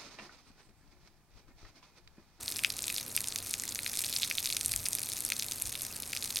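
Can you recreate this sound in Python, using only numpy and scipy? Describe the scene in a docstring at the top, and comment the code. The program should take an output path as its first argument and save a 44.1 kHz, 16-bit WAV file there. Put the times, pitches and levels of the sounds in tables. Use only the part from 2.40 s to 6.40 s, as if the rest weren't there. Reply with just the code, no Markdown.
"""Hose stream over a canal.

A thin stream breaks up on an animal's wet snout and patters onto the water, outdoors.
Fat drops tick on contact and pop with a short ring; small drops and fine spray crackle around them.
Behind them lie open air, a faint machine hum and two soft puffs of wind on the microphone."""
import sys
import numpy as np
from scipy import signal
from scipy.fft import rfft, irfft, next_fast_len
from scipy.io import wavfile
from scipy.ndimage import map_coordinates

SR = 44100
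rng = np.random.default_rng(int(sys.argv[2]) if len(sys.argv) > 2 else 0)


def bounce(signal):
    """Save signal as a 16-bit WAV file at the path given by the first command-line argument."""
    frames = np.transpose(np.atleast_2d(signal))
    limited = np.clip(frames, -1, 1)
    pcm = np.round(limited * 32767).astype(np.int16)
    wavfile.write(sys.argv[1], SR, pcm)


N = 176400
TOP_HZ = 16600


def amp(db):
    """Decibels to gain."""
    return 10 ** (np.asarray(db) / 20)


def unit_rms(x):
    """Scale to rms 1."""
    return x / np.sqrt(np.mean(x ** 2))


def wobble(knots_per_s):
    """Smooth random curve."""
    knots = rng.standard_normal(int(N * knots_per_s / SR) + 2)
    return map_coordinates(knots, [np.arange(N) * knots_per_s / SR], mode="nearest")


def coloured(x, points):
    """Minimum-phase filter through points of (frequency [Hz], gain [dB])."""
    size = 2 * next_fast_len(N // 2 + SR // 2)
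    hz, db = np.transpose(points)
    gain_db = np.interp(np.log(np.fft.rfftfreq(size, 1 / SR) + 1), np.log(hz), db)
    cepstrum = irfft(np.log(amp(gain_db)))
    cepstrum[1:size // 2] *= 2
    cepstrum[size // 2 + 1:] = 0
    return irfft(rfft(x, size) * np.exp(rfft(cepstrum)), size)[..., :N]


def stereo_noise(width):
    """White noise, mostly alike in both channels."""
    mid, side = rng.standard_normal((2, N))
    return np.array([mid + width * side, mid - width * side])


# Air spectrum: (frequency [Hz], relative density [dB])
AIR_SPECTRUM = [(25, -1), (100, 1.5), (170, -2), (300, -3.5), (900, -7.5), (2500, -13.5), (14000, -28)]


def open_air():
    """Steady, dull outdoor noise."""
    return amp(-53) * unit_rms(coloured(stereo_noise(width=0.33), AIR_SPECTRUM))


# Hum tones: (frequency [Hz], rms level [dB])
HUM_TONES = [(91.5, -64), (119, -67.5), (236, -65.5), (297, -69.5), (1238, -72)]


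def machine_hum():
    """Distant machine: faint tones, each wandering in phase."""
    t = np.arange(N) / SR
    return sum(amp(db) * np.sqrt(2) * np.sin(2 * np.pi * hz * t + 0.62 * wobble(knots_per_s=4.01))
               for hz, db in HUM_TONES)


# Gusts: (time [s], Gaussian sigma [s], level [dB])
WIND_PUFFS = [(2.323, 0.065, -46.5), (3.275, 0.023, -47.5)]


def wind():
    """Puffs on the microphone: brief swells of low rumble."""
    t = np.arange(N) / SR
    gusts = sum(amp(db) * np.exp(-((t - at_s) / sigma_s) ** 2 / 2) for at_s, sigma_s, db in WIND_PUFFS)
    band = signal.butter(4, [30, 120], "band", fs=SR, output="sos")
    return gusts * unit_rms(signal.sosfilt(band, stereo_noise(width=0.5)))


def bank_echo(x, echo_s=0.015, echo_db=-13.5, ring_hz=2580, ring_s=0.015, ring_db=-8):
    """Short diffuse echo off the bank, plus a thin ring that lingers after low pops."""
    t = np.arange(SR // 4) / SR
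    tail = stereo_noise(width=0.31)[:, :len(t)] * np.exp(-t / echo_s)
    ring = np.sin(2 * np.pi * ring_hz * t) * np.exp(-t / ring_s) * 2 / (ring_s * SR)
    response = amp(echo_db) * tail / np.linalg.norm(tail[0]) + amp(ring_db) * ring
    return signal.fftconvolve(x, response, axes=1)[:, :N]


# Short rings at one pitch: bubbles, and at 1.24 s a small drop's soft pop: (time [s], gain [dB], pitch [Hz],
# decay [s])
BUBBLE_RINGS = [(.502, -33.5, 2470, 0.003), (1.2365, -24, 2020, .001), (1.9836, -39, 3500, .0012),
                (3.507, -40.5, 2670, 0.0042)]


def bubbles():
    """Brief rings at one pitch: trapped air, and one small drop's soft pop."""
    out = np.zeros(N)
    for at_s, db, hz, decay_s in BUBBLE_RINGS:
        t = np.maximum(np.arange(N) / SR - at_s, 0)
        out += amp(db) * np.sin(2 * np.pi * hz * t) * (1 - np.exp(-hz * t)) * np.exp(-t / decay_s)
    return out


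POP_REF_HZ = 4180


def pops(at_s, db, hz, ref_cycles, pan, rise_cycles=0.77):
    """Drop impacts: sines that swell and die fast. ref_cycles is the decay at POP_REF_HZ."""
    index = (at_s * SR).astype(int)[:, None] + np.arange(1, SR // 200)
    cycles = (index / SR - at_s[:, None]) * hz[:, None]
    decay_cycles = (ref_cycles * (hz / POP_REF_HZ) ** 0.59)[:, None]  # high pops last more cycles
    attack = (1 - np.exp(-cycles / rise_cycles)) ** 1.32
    ring = np.sin(2 * np.pi * cycles) * attack * np.exp(-cycles / decay_cycles)
    ring *= (amp(db) / np.abs(ring).max(axis=1))[:, None]
    channels = [ring * (1 + side * pan[:, None]) for side in (-1, 1)]
    return np.array([np.bincount(index.ravel(), channel.ravel(), N)[:N] for channel in channels])


def mist(at_s, db, decay_s=0.0015):
    """Mist thrown up by each impact: a dying puff of hiss."""
    kicks = np.bincount((at_s * SR).astype(int), amp(db) ** 2, N)[:N]
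    power = signal.lfilter([1], [1, -np.exp(-2 / (decay_s * SR))], kicks)
    highpass = signal.butter(1, 3000, "high", fs=SR, output="sos")
    return np.sqrt(power) * unit_rms(signal.sosfilt(highpass, stereo_noise(width=0.11)))


# Amount of water landing: (time [s], relative level [dB])
WATER_FLOW = [(0, -5), (.13, 0), (.33, -4), (.5, 2.5), (.68, -3), (1.15, -1), (1.42, -1.5), (1.62, 3.5),
              (2.45, 0.3), (3.2, -.5), (3.58, -2.5), (3.85, 0.5)]
# Droplets turn coarser, then finer: (time [s], pitch shift [octaves])
DROPLET_SHIFT = [(1.45, -0.029), (1.85, -.3), (2.4, 0.27), (2.8, 0.06)]


def droplets(per_s, base_db, range_db, base_hz, spread, ref_cycles):
    """Random shower of small drops; level follows the flow."""
    count = int(per_s * N / SR)
    jitter, weakness, pitch_up, pitch_down, place = rng.random((count, 5)).T
    at_s = (np.arange(count) + 2 * jitter) / per_s % (N / SR)
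    db = base_db + np.interp(at_s, *np.transpose(WATER_FLOW)) - range_db * weakness
    centre_hz = base_hz * 2 ** np.interp(at_s, *np.transpose(DROPLET_SHIFT))
    hz = np.minimum(centre_hz * np.exp(spread * (pitch_up - pitch_down)), TOP_HZ)
    return pops(at_s, db, hz, ref_cycles, pan=0.5 * (place - 0.5)) + mist(at_s, db - 5)


# Fat drops: (time [s], relative pop level [dB], pop pitch [Hz], relative tick level [dB])
FAT_DROPS = [(0.0806, -16, 4280, -18.5), (0.1223, -19, 5440, -15), (0.161, -21, 6000, -15),
             (0.1915, -20.5, 2860, -21), (0.2366, -20.5, 2450, -12), (0.2472, -7, 2730, -16),
             (0.303, -16, 4590, -18.5), (0.3908, -22, 3800, -17.5), (0.4221, -17, 7640, -31),
             (0.441, -20.5, 3760, -14.5), (0.4809, -18, 3480, -16.5), (0.501, -20.5, 2660, -18),
             (0.5639, -17.5, 4870, -24), (0.582, -18, 3620, -18.5), (0.7645, -11.5, 7600, -6),
             (0.7762, -16.5, 2630, -14.5), (0.806, -15, 11100, -10), (0.8423, -23, 3300, -19),
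             (0.8732, -20, 5800, -18), (0.885, -18, 9600, -15), (0.9231, -21, 4210, -21),
             (0.9598, -20, 3320, -8.5), (0.9866, -20, 4830, -17.5), (1.1108, -32, 11600, -12),
             (1.1397, -17.5, 3060, -10.5), (1.1981, -14.5, 7460, -16), (1.2916, -17, 7250, -30),
             (1.357, -27.5, 2300, -13), (1.39, -22.5, 2200, -17), (1.463, -20, 2150, -18),
             (1.5724, -18, 5170, -13), (1.5918, -18.5, 4700, -10), (1.7273, -18, 4200, -19),
             (1.764, -11, 4840, -21), (1.8207, -19.5, 3810, -17), (1.8321, -11.5, 3700, -23),
             (1.8388, -17, 3780, -27), (1.912, -15.5, 2400, -29), (1.9829, -12, 3560, -34),
             (2.058, -12.5, 4830, -11), (2.1021, -19, 3270, -16), (2.1257, -15.5, 4250, -39),
             (2.1675, -16, 3530, -9), (2.2113, -16, 4400, -11), (2.2606, -9.5, 8600, -12),
             (2.3196, -20, 10560, -13), (2.3377, -21.5, 2380, -15), (2.362, -13, 6900, -9.5),
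             (2.4593, -18, 4960, -15), (2.4642, -25, 2430, -13.5), (2.4857, -10.5, 9600, -18),
             (2.5317, -12.5, 6500, -11), (2.5518, -37, 6900, -8), (2.6305, -17.5, 9300, -38),
             (2.7682, -24.5, 4600, -15.5), (2.8057, -18.5, 10900, -20), (2.8503, -15, 10600, -19),
             (2.9018, -22, 2800, -12.5), (2.9206, -16, 2340, -16), (2.9966, -16, 6360, -13.5),
             (3.024, -18.5, 3800, -17), (3.1207, -30, 4440, -10), (3.2222, -14.5, 10000, -22),
             (3.354, -22, 3140, -38), (3.4198, -17.5, 11120, -23), (3.7326, -20.5, 2570, -20),
             (3.765, -21.5, 2780, -17), (3.7729, -18, 4900, -19), (3.825, -18.5, 4400, -20),
             (3.842, -22, 11400, -14), (3.9053, -18.5, 4700, -15), (3.959, -14.5, 5070, -15),
             (3.9707, -16, 3480, -14)]


def fat_drops(tick_lead_s=0.00005, overtone_lag_s=0.000515, overtone_ratio=1.87):
    """Each drop ticks on contact, then pops at a pitch set by size; large ones ring in a second mode."""
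    at_s, pop_db, hz, tick_db = np.transpose(FAT_DROPS)
    place, detune = rng.random((len(at_s), 2)).T - 0.5
    pan = 0.38 * place
    softness_db = np.clip(pop_db - tick_db, -10, 10)  # soft landings ring longer
    pop = pops(at_s, pop_db - 0.5, hz, ref_cycles=0.91 * np.exp(0.0081 * softness_db), pan=pan)
    octaves = np.log2(hz / POP_REF_HZ)
    overtone_db = (pop_db + np.minimum(pop_db, tick_db)) / 2 - 19 - 16.5 * octaves
    overtone_hz = np.minimum(hz * overtone_ratio, TOP_HZ)
    overtone = pops(at_s + overtone_lag_s, overtone_db, overtone_hz, ref_cycles=2.6, pan=pan)
    tick_hz = 8040 * np.exp(0.55 * detune)
    tick = pops(at_s - tick_lead_s, tick_db - 3.5, tick_hz, ref_cycles=0.42, pan=pan)
    return pop + overtone + tick + mist(at_s, tick_db - 18.5)


# Colour of all the water sounds: (frequency [Hz], gain [dB])
WATER_EQ = [(800, -54), (1300, -3), (1750, -3), (2450, 3.5), (2950, -2), (3600, 1.5), (5400, 0.5),
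            (6500, 1), (7300, -1), (8700, 3), (10000, 0.5), (11700, 4), (15200, -11), (16400, -8.5)]


def scene():
    """Drops, patter and spray over the quiet canal."""
    patter = droplets(per_s=125, base_db=-22, range_db=15.5, base_hz=7560, spread=0.82, ref_cycles=0.83)
    spray = droplets(per_s=900, base_db=-35.5, range_db=23, base_hz=8380, spread=0.93, ref_cycles=3.54)
    water = coloured(fat_drops() + patter + spray, WATER_EQ) + bubbles()
    return water + bank_echo(water) + open_air() + machine_hum() + wind()


def record(dry):
    """Brick-wall low-pass at TOP_HZ."""
    size = next_fast_len(N + SR // 2)
    passband = np.fft.rfftfreq(size, 1 / SR) < TOP_HZ
    return irfft(rfft(dry, size) * passband, size)[:, :N]


dry = scene()
out = record(dry)
bounce(out)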